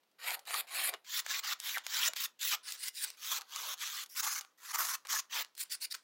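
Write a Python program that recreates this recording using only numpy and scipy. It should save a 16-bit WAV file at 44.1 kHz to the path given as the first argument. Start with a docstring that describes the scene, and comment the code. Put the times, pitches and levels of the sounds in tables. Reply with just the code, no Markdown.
"""A sharp knife shaves strips off a hand-held sheet of paper and slits it, close up, over a workbench.
The edge snaps fibres in a dense, uneven stream; the sheet radiates them, coloured by how it is held.
The paper crackles as it buckles, a curling strip squeaks now and then, and the loose sheet drums.
A small, dry workshop answers faintly over quiet room tone."""
import sys
import numpy as np
from scipy import signal
from scipy.fft import rfft, irfft, next_fast_len
from scipy.io import wavfile
from scipy.ndimage import uniform_filter1d

SR = 44100
rng = np.random.default_rng(int(sys.argv[2]) if len(sys.argv) > 2 else 0)


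def file_out(sig):
    """Save sig as 16-bit WAV at sys.argv[1]."""
    # one column per channel
    cols = np.atleast_2d(sig).T
    # limit, then scale
    lim = np.clip(cols, -1, 1)
    pcm = np.round(lim * 32767).astype(np.int16)
    wavfile.write(sys.argv[1], SR, pcm)


N = 266319
T = np.arange(N) / SR


def undb(db):
    """Decibels to gain."""
    return np.exp(np.asarray(db) * np.log(10) / 20)


def unit(x):
    """Scale to rms 1."""
    return x / np.sqrt(np.mean(x ** 2) + 1e-18)


def wander(n, rate_hz):
    """Random modulation with a spread near 1 that turns about rate_hz times a second."""
    place = np.arange(n) * np.clip(rate_hz, .1, 3000) / SR
    return 1.2 * np.interp(place, np.arange(2048), rng.standard_normal(2048))


def colour(x, curve):
    """EQ by a curve of (freq_hz, gain_db) points."""
    hz, db = np.transpose(curve)
    bins_hz = np.fft.rfftfreq(len(x), 1 / SR)
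    gain = undb(np.interp(np.log(bins_hz + 1), np.log(hz), db))
    return irfft(rfft(x) * gain, len(x))


def band(x, hz, kind, order):
    """Butterworth filter."""
    return signal.sosfilt(signal.butter(order, np.clip(hz, 20, .48 * SR), kind, fs=SR, output="sos"), x)


def room_tone(level_db=-78):
    """The still air of the workshop: a faint, steady bed of noise."""
    # spectrum of the quiet room: freq_hz, gain_db
    air_colour = [(30,-28),(70,-22),(110,-9),(200,-0.5),(500,3.5),(1500,-3),(4000,-4.5),(8000,-14.5),(16000,-12)]
    return undb(level_db) * unit(colour(rng.standard_normal(N), air_colour))


def cracks(snap=7.6):
    """The paper buckles or slips off the edge: one sharp, broad snap and a brief shiver of the sheet."""
    # buckles and slips: start_s, peak_db, centre_hz, t60_s
    buckles = [(0.034,-59,1490,0.037),(0.115,-62,4000,0.044),(0.3064,-20.5,2730,0.005),(0.393,-37.5,5000,0.027),(0.454,-43,4000,0.027),(0.508,-25,1290,0.015),(0.5427,-19.5,1990,0.015),(0.562,-24,3000,0.011),
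               (0.939,-24.5,1790,0.013),(1.193,-22,4500,.01),(1.264,-23,2090,0.017),(1.6015,-22,4770,0.011),(1.782,-21.5,2820,0.027),(1.8664,-18.5,2280,0.013),(2.135,-23,2530,0.011),
               (2.1635,-26,3000,0.0093),(2.722,-23.5,4500,.025),(2.883,-20.5,6070,0.026),(3.103,-28.5,3970,0.013),(3.411,-31,4000,.008),(3.418,-29,2540,.018),(3.561,-21.5,3940,0.015),
               (4.061,-37.5,4500,0.031),(4.163,-27.5,3040,0.017),(4.41,-29.5,3470,0.03),(4.449,-38.5,1970,0.01),
               (4.8318,-27,1300,0.011),(5.051,-39,1300,0.1),(5.071,-29.5,4420,0.0093),(5.423,-35,7000,0.0043),(5.448,-30.5,2700,0.0058),(5.552,-42,4560,0.033),(5.579,-28.5,6000,0.0099)]
    out, t = np.zeros(N), T[:SR // 25]
    for start_s, peak_db, centre_hz, t60_s in buckles:
        shiver = rng.standard_normal(len(t)) * undb(-60 * t / t60_s)
        shiver[0] += snap
        crack = band(shiver, [centre_hz / 2, centre_hz * 2], "band", order=1)
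        crack = band(crack, 550, "high", order=3)
        i = int(start_s * SR)
        out[i:i + len(t)] += (undb(peak_db) * crack / np.abs(crack).max())[:N - i]
    return out


def fibres(n, snaps_per_s=9000, spread_db=4, rub=0.62, catch_db=-0.2, catch_hz=420):
    """Fibres snap at random over smooth rubbing; the edge catches and slips every few milliseconds."""
    snaps = (rng.random(n) < snaps_per_s / SR) * rng.choice([-1, 1], n)
    snaps = snaps * undb(spread_db * rng.standard_normal(n))
    rubbing = rub * rng.standard_normal(n)
    return (unit(snaps) + rubbing) * undb(catch_db * wander(n, catch_hz))


def crinkles(lightness, ticks_per_s=80, firm_db=11, light_db=21, spread_db=3):
    """Whole bundles of fibres give way in ticks, which stand out most under a light touch (lightness 1)."""
    n = len(lightness)
    scatter_db = spread_db * np.clip(rng.standard_normal(n), -2, 2)
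    tick_db = firm_db + (light_db - firm_db) * lightness + scatter_db
    return (rng.random(n) < ticks_per_s / SR) * undb(tick_db)


def ringing(x, ring_db=-15, t60_s=0.06, top_hz=1100):
    """The sheet rings on briefly in countless modes, the low ones most."""
    t = T[:SR // 20]
    modes = band(rng.standard_normal(len(t)) * undb(-60 * t / t60_s), top_hz, "low", order=2)
    return x + undb(ring_db) * unit(signal.fftconvolve(x, modes)[:len(x)])


def steady(x, hold_s=0.0087):
    """The hand keeps up its pressure: level out swells that are slower than single catches."""
    return x / np.sqrt(uniform_filter1d(x ** 2, int(hold_s * SR)) + 1e-12)


def pressure_db(t, bite_s, draw_s, swell_db, touch_db=-22.5, bite_curve=1.09, release_db_per_s=2100):
    """Envelope of a cut: the edge sinks in, swells or fades as it is drawn through, and comes free."""
    bite = touch_db * np.clip(1 - t / bite_s, 0, 1) ** bite_curve
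    draw = swell_db * (np.clip((t - bite_s) / draw_s, 0, 1) - .5)
    release = release_db_per_s * np.maximum(t - bite_s - draw_s, 0)
    return bite + draw - release


def stroke(row, sheet_colour, loosening, resonances=48, contact_s=0.0061, trim_db=-0.97,
           rustle_s=.2, rustle_db_per_s=224, rustle_dull_hz=5500):
    """One pass of the blade, then a rustle: snaps shake resonances that come and go as the sheet bends."""
    start_s, bite_s, draw_s, level_db, swell_db, flap_db, fizz_db, rustle_db = row
    flap_growth_db, fizz_growth_db, rustle_flap_db = loosening
    cut_s = bite_s + draw_s
    active = (T >= start_s) & (T < start_s + cut_s + rustle_s)
    t, n = T[active] - start_s, int(active.sum())
    along = np.clip(t / cut_s, 0, 1) - .5
    cut_db = level_db + pressure_db(t, bite_s, draw_s, swell_db)
    flap_db = flap_db + flap_growth_db * along
    fizz_db = fizz_db + fizz_growth_db * along
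    settling = (t > cut_s) * undb(rustle_db - rustle_db_per_s * np.maximum(t - cut_s, 0))

    size = next_fast_len(n)
    lightness = np.pad(np.interp(cut_db, [-53, -40], [1, 0]), (0, size - n))
    snaps = ringing(fibres(size) + crinkles(lightness))
    spectrum = rfft(steady(colour(snaps, sheet_colour)))
    centres_hz = np.geomspace(240, 16000, resonances)
    band_index = np.interp(np.fft.rfftfreq(size, 1 / SR), centres_hz, np.arange(resonances))
    paper = 0
    for k, hz in enumerate(centres_hz):
        triangle = np.maximum(0, 1 - abs(band_index - k))
        resonance = irfft(spectrum * triangle, size)[:n]
        # lows need the broad sheet to flap; the top fizz comes from the edge alone
        broad = np.interp(np.log(hz), np.log([250, 500, 2000]), [.35, 1.155, 0])
        edge = np.interp(hz, [6500, 9500], [0, 1])
        cut = undb(cut_db + broad * flap_db + edge * fizz_db)
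        rustle = settling * undb(broad * rustle_flap_db) / np.hypot(1, hz / rustle_dull_hz)
        sway_db = 2.9 * wander(n, rate_hz=32)
        flutter_db = 1.86 * wander(n, rate_hz=260)
        paper = paper + resonance * np.maximum(cut, rustle) * undb(sway_db + flutter_db)
    jerk_db = 1.53 * wander(n, rate_hz=110)
    attack = np.clip(t / contact_s, 0, 1) ** 2
    out = np.zeros(N)
    out[active] = paper * undb(trim_db + jerk_db) * attack
    return out


def cutting():
    """The knife works the sheet in five ways; each grip gives the paper its own colour."""
    # strokes: start_s, bite_s, draw_s, level_db, swell_db, flap_db, fizz_db, rustle_db
    slices = [(0.182, 0.087, 0.082, -36.5, 1.5, 2, -6, -53.5), (0.447, 0.031, 0.13, -39, 9, 0.5, -4, -52),
              (0.666, 0.09, 0.14, -35, 1.5, -0.5, -2, -53),
              (0.915, 0.022, 0.011, -43, -1.5, 17.5, -22, -67)]  # three long slices down the sheet's edge, then a short, dull flick of paper
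    shaves = [(1.041, 0.098, 0.064, -35.5, 4.5, -0.5, 2.5, -53.5),
              (1.24, 0.073, 0.086, -37, -6, 6.5, -1.5, -54), (1.419, 0.019, 0.097, -37, 5.5, 7, -1.5, -55),
              (1.585, 0.086, 0.11, -41, -7.5, 3, 5, -50.5), (1.833, 0.11, 0.14, -33.5, 5.5, 7.5, 2.5, -48),
              (2.151, 0.014, 0.095, -38.5, -0.5, -6.5, 4.5, -58),
              (2.387, 0.039, 0.091, -36.5, -1, -16, 7, -58), (2.501, 0.021, 0.028, -30.5, -4, 3.5, 0, -52),
              (5.293, 0.05, 0.081, -35.5, -1, 11.5, 2.5, -56)]  # strips off the stiff, curved edge
    pares = [(3.167, 0.094, 0.054, -38, 1, -8, -1, -53), (3.292, 0.027, 0.065, -36, -6.0, 0, 1, -50.5),
             (3.461, 0.1, 0.18, -40.5, 2.5, 5, -2, -59), (3.765, 0.044, 0.229, -40, -3, -7, -1.5, -64)]  # thin slivers, with a light touch
    nicks = [(2.626, 0.053, 0.074, -43, -5, 7, -3.5, -49), (2.77, 0.067, 0.053, -40, -2, -3, 2, -60),
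             (2.925, 0.048, 0.051, -44.0, -3.5, -21, 1, -64.5), (2.995, 0.035, 0.018, -36, 3, 7.0, 3, -38),
             (5.561, 0.044, 0.031, -43.5, -4.5, -10, 2.5, -54), (5.692, 0.027, 0.035, -40, -4.5, 1, 1, -56),
             (5.797, 0.023, 0.034, -41.5, -0.5, -10, 0.5, -61.5),
             (5.898, 0.014, 0.015, -44, 6, -14.0, -1.5, -57),
             (5.934, 0.009, 0.0073, -36.5, 0.5, 16, -6, -53)]  # short nicks close to the fingers
    slits = [(4.083, 0.014, 0.058, -57, 8, -41.5, 5, -75.0),
             (4.145, 0.027, 0.036, -34, 1, -14.5, 0.5, -48.5),
             (4.216, 0.017, 0.16, -37, -3.5, -4.5, 0, -49), (4.57, 0.079, 0.071, -43, 10, -5.5, 0, -53),
             (4.725, 0.021, 0.013, -33.0, -1.5, 5, 1, -42.5),
             (4.762, 0.023, 0.17, -37.5, -3, 0.5, 2.5, -55),
             (5.073, 0.034, 0.095, -34, -2.5, -5, -2.5, -54.5)]  # the point slits the middle of the sheet
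    # colour of the sheet in each grip: freq_hz, gain_db
    slice_colour = [(130, -38.5), (250, -32.5), (769, -6), (1630, -3), (2370, 1), (3440, -5.5),
                    (4150, -0.5), (6160, -17.5), (6910, -7.5), (8040, -10), (9560, -2.5), (13300, -4),
                    (14500, -6), (16000, -16)]
    shave_colour = [(130, -53), (331, -31), (482, -30.5), (769, -21), (1020, -4.5), (1480, -2), (1790, 1),
                    (2600, 0), (3130, 4), (7290, -1), (9180, -17), (10700, -9), (13000, -9), (16000, -5)]
    pare_colour = [(130, -52), (364, -33), (482, -20.5), (638, -24), (769, -13), (1230, -0.5), (2150, -5.5),
                   (3440, 2), (5000, -4.5), (6160, 1), (9180, -13.5), (11100, -5), (13000, -7.5),
                   (16000, -5)]
    nick_colour = [(130, -65), (439, -34.5), (581, -41), (769, -29.5), (1020, -15), (1230, -15.5),
                   (1480, -6), (3130, -5.5), (5000, 1), (6160, -6), (9930, -2.5), (11800, -17.0),
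                   (14500, -4.5), (16000, -11.5)]
    slit_colour = [(130, -56), (439, -28.5), (529, -34.5), (1020, -2.5), (1230, -1.5), (1480, -4),
                   (1960, -6), (2370, -10.5), (4150, -9.5), (6530, -3), (8800, -14), (11400, -9.5),
                   (13000, -11.5), (16000, -10)]
    # how the paper hangs through a stroke, by grip: flap_growth_db, fizz_growth_db, rustle_flap_db
    loosening = {"slice": (-2.5, 9.9, 17), "shave": (1.4, 4.7, 21), "pare": (3.3, 1.4, 19.3),
                 "nick": (7, 2.7, 15), "slit": (2.9, -.7, 7.6)}
    grips = [("slice", slices, slice_colour), ("shave", shaves, shave_colour),
             ("pare", pares, pare_colour), ("nick", nicks, nick_colour), ("slit", slits, slit_colour)]
    return sum(stroke(row, sheet, loosening[grip]) for grip, rows, sheet in grips for row in rows)


def squeaks(width=0.26, rough_db=3.5, rough_hz=600):
    """Uneven stick-slip feeds a resonance of the curling strip, which glides as the strip grows."""
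    # a strip chatters on the blade: start_s, length_s, from_hz, to_hz, level_db
    chatters = [(0.266,0.07,983,788,-48.5),(0.358,0.041,866,817,-55),(0.752,0.13,4290,4030,-49),(0.826,0.058,12700,7530,-38),(1.738,0.046,2390,1450,-38),
                (2.027,0.025,3290,3460,-33.5),(3.514,0.043,2800,3540,-52),(3.807,0.044,2500,1805,-48),(4.086,0.075,5500,5480,-59.5),(5.096,0.067,6950,6150,-42),(5.713,0.0277,4600,5200,-44.5),(5.816,0.0243,4720,4300,-44),(5.907,0.024,4720,4640,-45)]
    out = np.zeros(N)
    for start_s, length_s, from_hz, to_hz, level_db in chatters:
        n, i = int(length_s * SR), int(start_s * SR)
        phase = 2 * np.pi * np.cumsum(np.geomspace(from_hz, to_hz, n)) / SR
        width_hz = width * from_hz
        ring = wander(n, width_hz) * np.cos(phase) + wander(n, width_hz) * np.sin(phase)
        roughness = undb(rough_db * wander(n, rough_hz))
        out[i:i + n] += undb(level_db) * unit(ring * roughness) * signal.windows.tukey(n)
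    return out


def flexes(width=0.18, skirt_db=-17):
    """Jerks of the blade drum on the loose sheet, a broad hollow resonance."""
    # the free part of the sheet flexes: peak_s, length_s, centre_hz, level_db
    jerks = [(0.543,0.032,1080,-38.5),(0.895,0.037,660,-48),(1.351,0.045,2170,-38.5),(1.776,0.04,770,-51.5),(2.094,0.04,620,-52),
             (2.544,0.049,776,-54.5),(3.322,0.039,1080,-45),(3.692,0.092,625,-62),(4.273,0.046,1100,-43),(4.805,0.088,1200,-39),(5.14,.04,1070,-45),(5.393,0.082,617,-57.5)]
    out = np.zeros(N)
    for peak_s, length_s, centre_hz, level_db in jerks:
        n = int(length_s * SR)
        push = np.pad(steady(fibres(n)) * np.hanning(n), (0, SR // 20))
        hollow = unit(band(push, centre_hz * np.exp([-width, width]), "band", order=2))
        skirt = unit(band(push, [centre_hz / 2, centre_hz * 2], "band", order=2))
        drum = hollow + undb(skirt_db) * skirt
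        i = int(peak_s * SR) - n // 2
        out[i:i + len(drum)] += undb(level_db) * drum / np.sqrt(2 * np.sum(drum ** 2) / n)
    return out


def workshop(x, wet_db=-21, t60_s=0.13, dull_hz=6000, predelay_s=0.011):
    """The bench and nearby walls add a short, dull tail."""
    t = T[:SR // 2]
    wash = band(rng.standard_normal(len(t)), dull_hz, "low", order=1)
    tail = wash * undb(-60 * t / t60_s) * (t > predelay_s)
    return x + undb(wet_db) * signal.fftconvolve(x, tail / np.linalg.norm(tail))[:N]


def scene():
    """Knife and paper in the workshop, over room tone, in mono."""
    air = room_tone()
    paper = cutting() + cracks() + flexes() + squeaks()
    return (workshop(paper) + air)[None]


def record(dry, low_cut_hz=95, top_hz=15900):
    """The microphone sheds the deep bass; the recorder cuts the top."""
    thin = band(dry, low_cut_hz, "high", order=2)
    return signal.sosfilt(signal.ellip(12, .1, 80, top_hz, fs=SR, output="sos"), thin)


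dry = scene()
out = record(dry)
file_out(out)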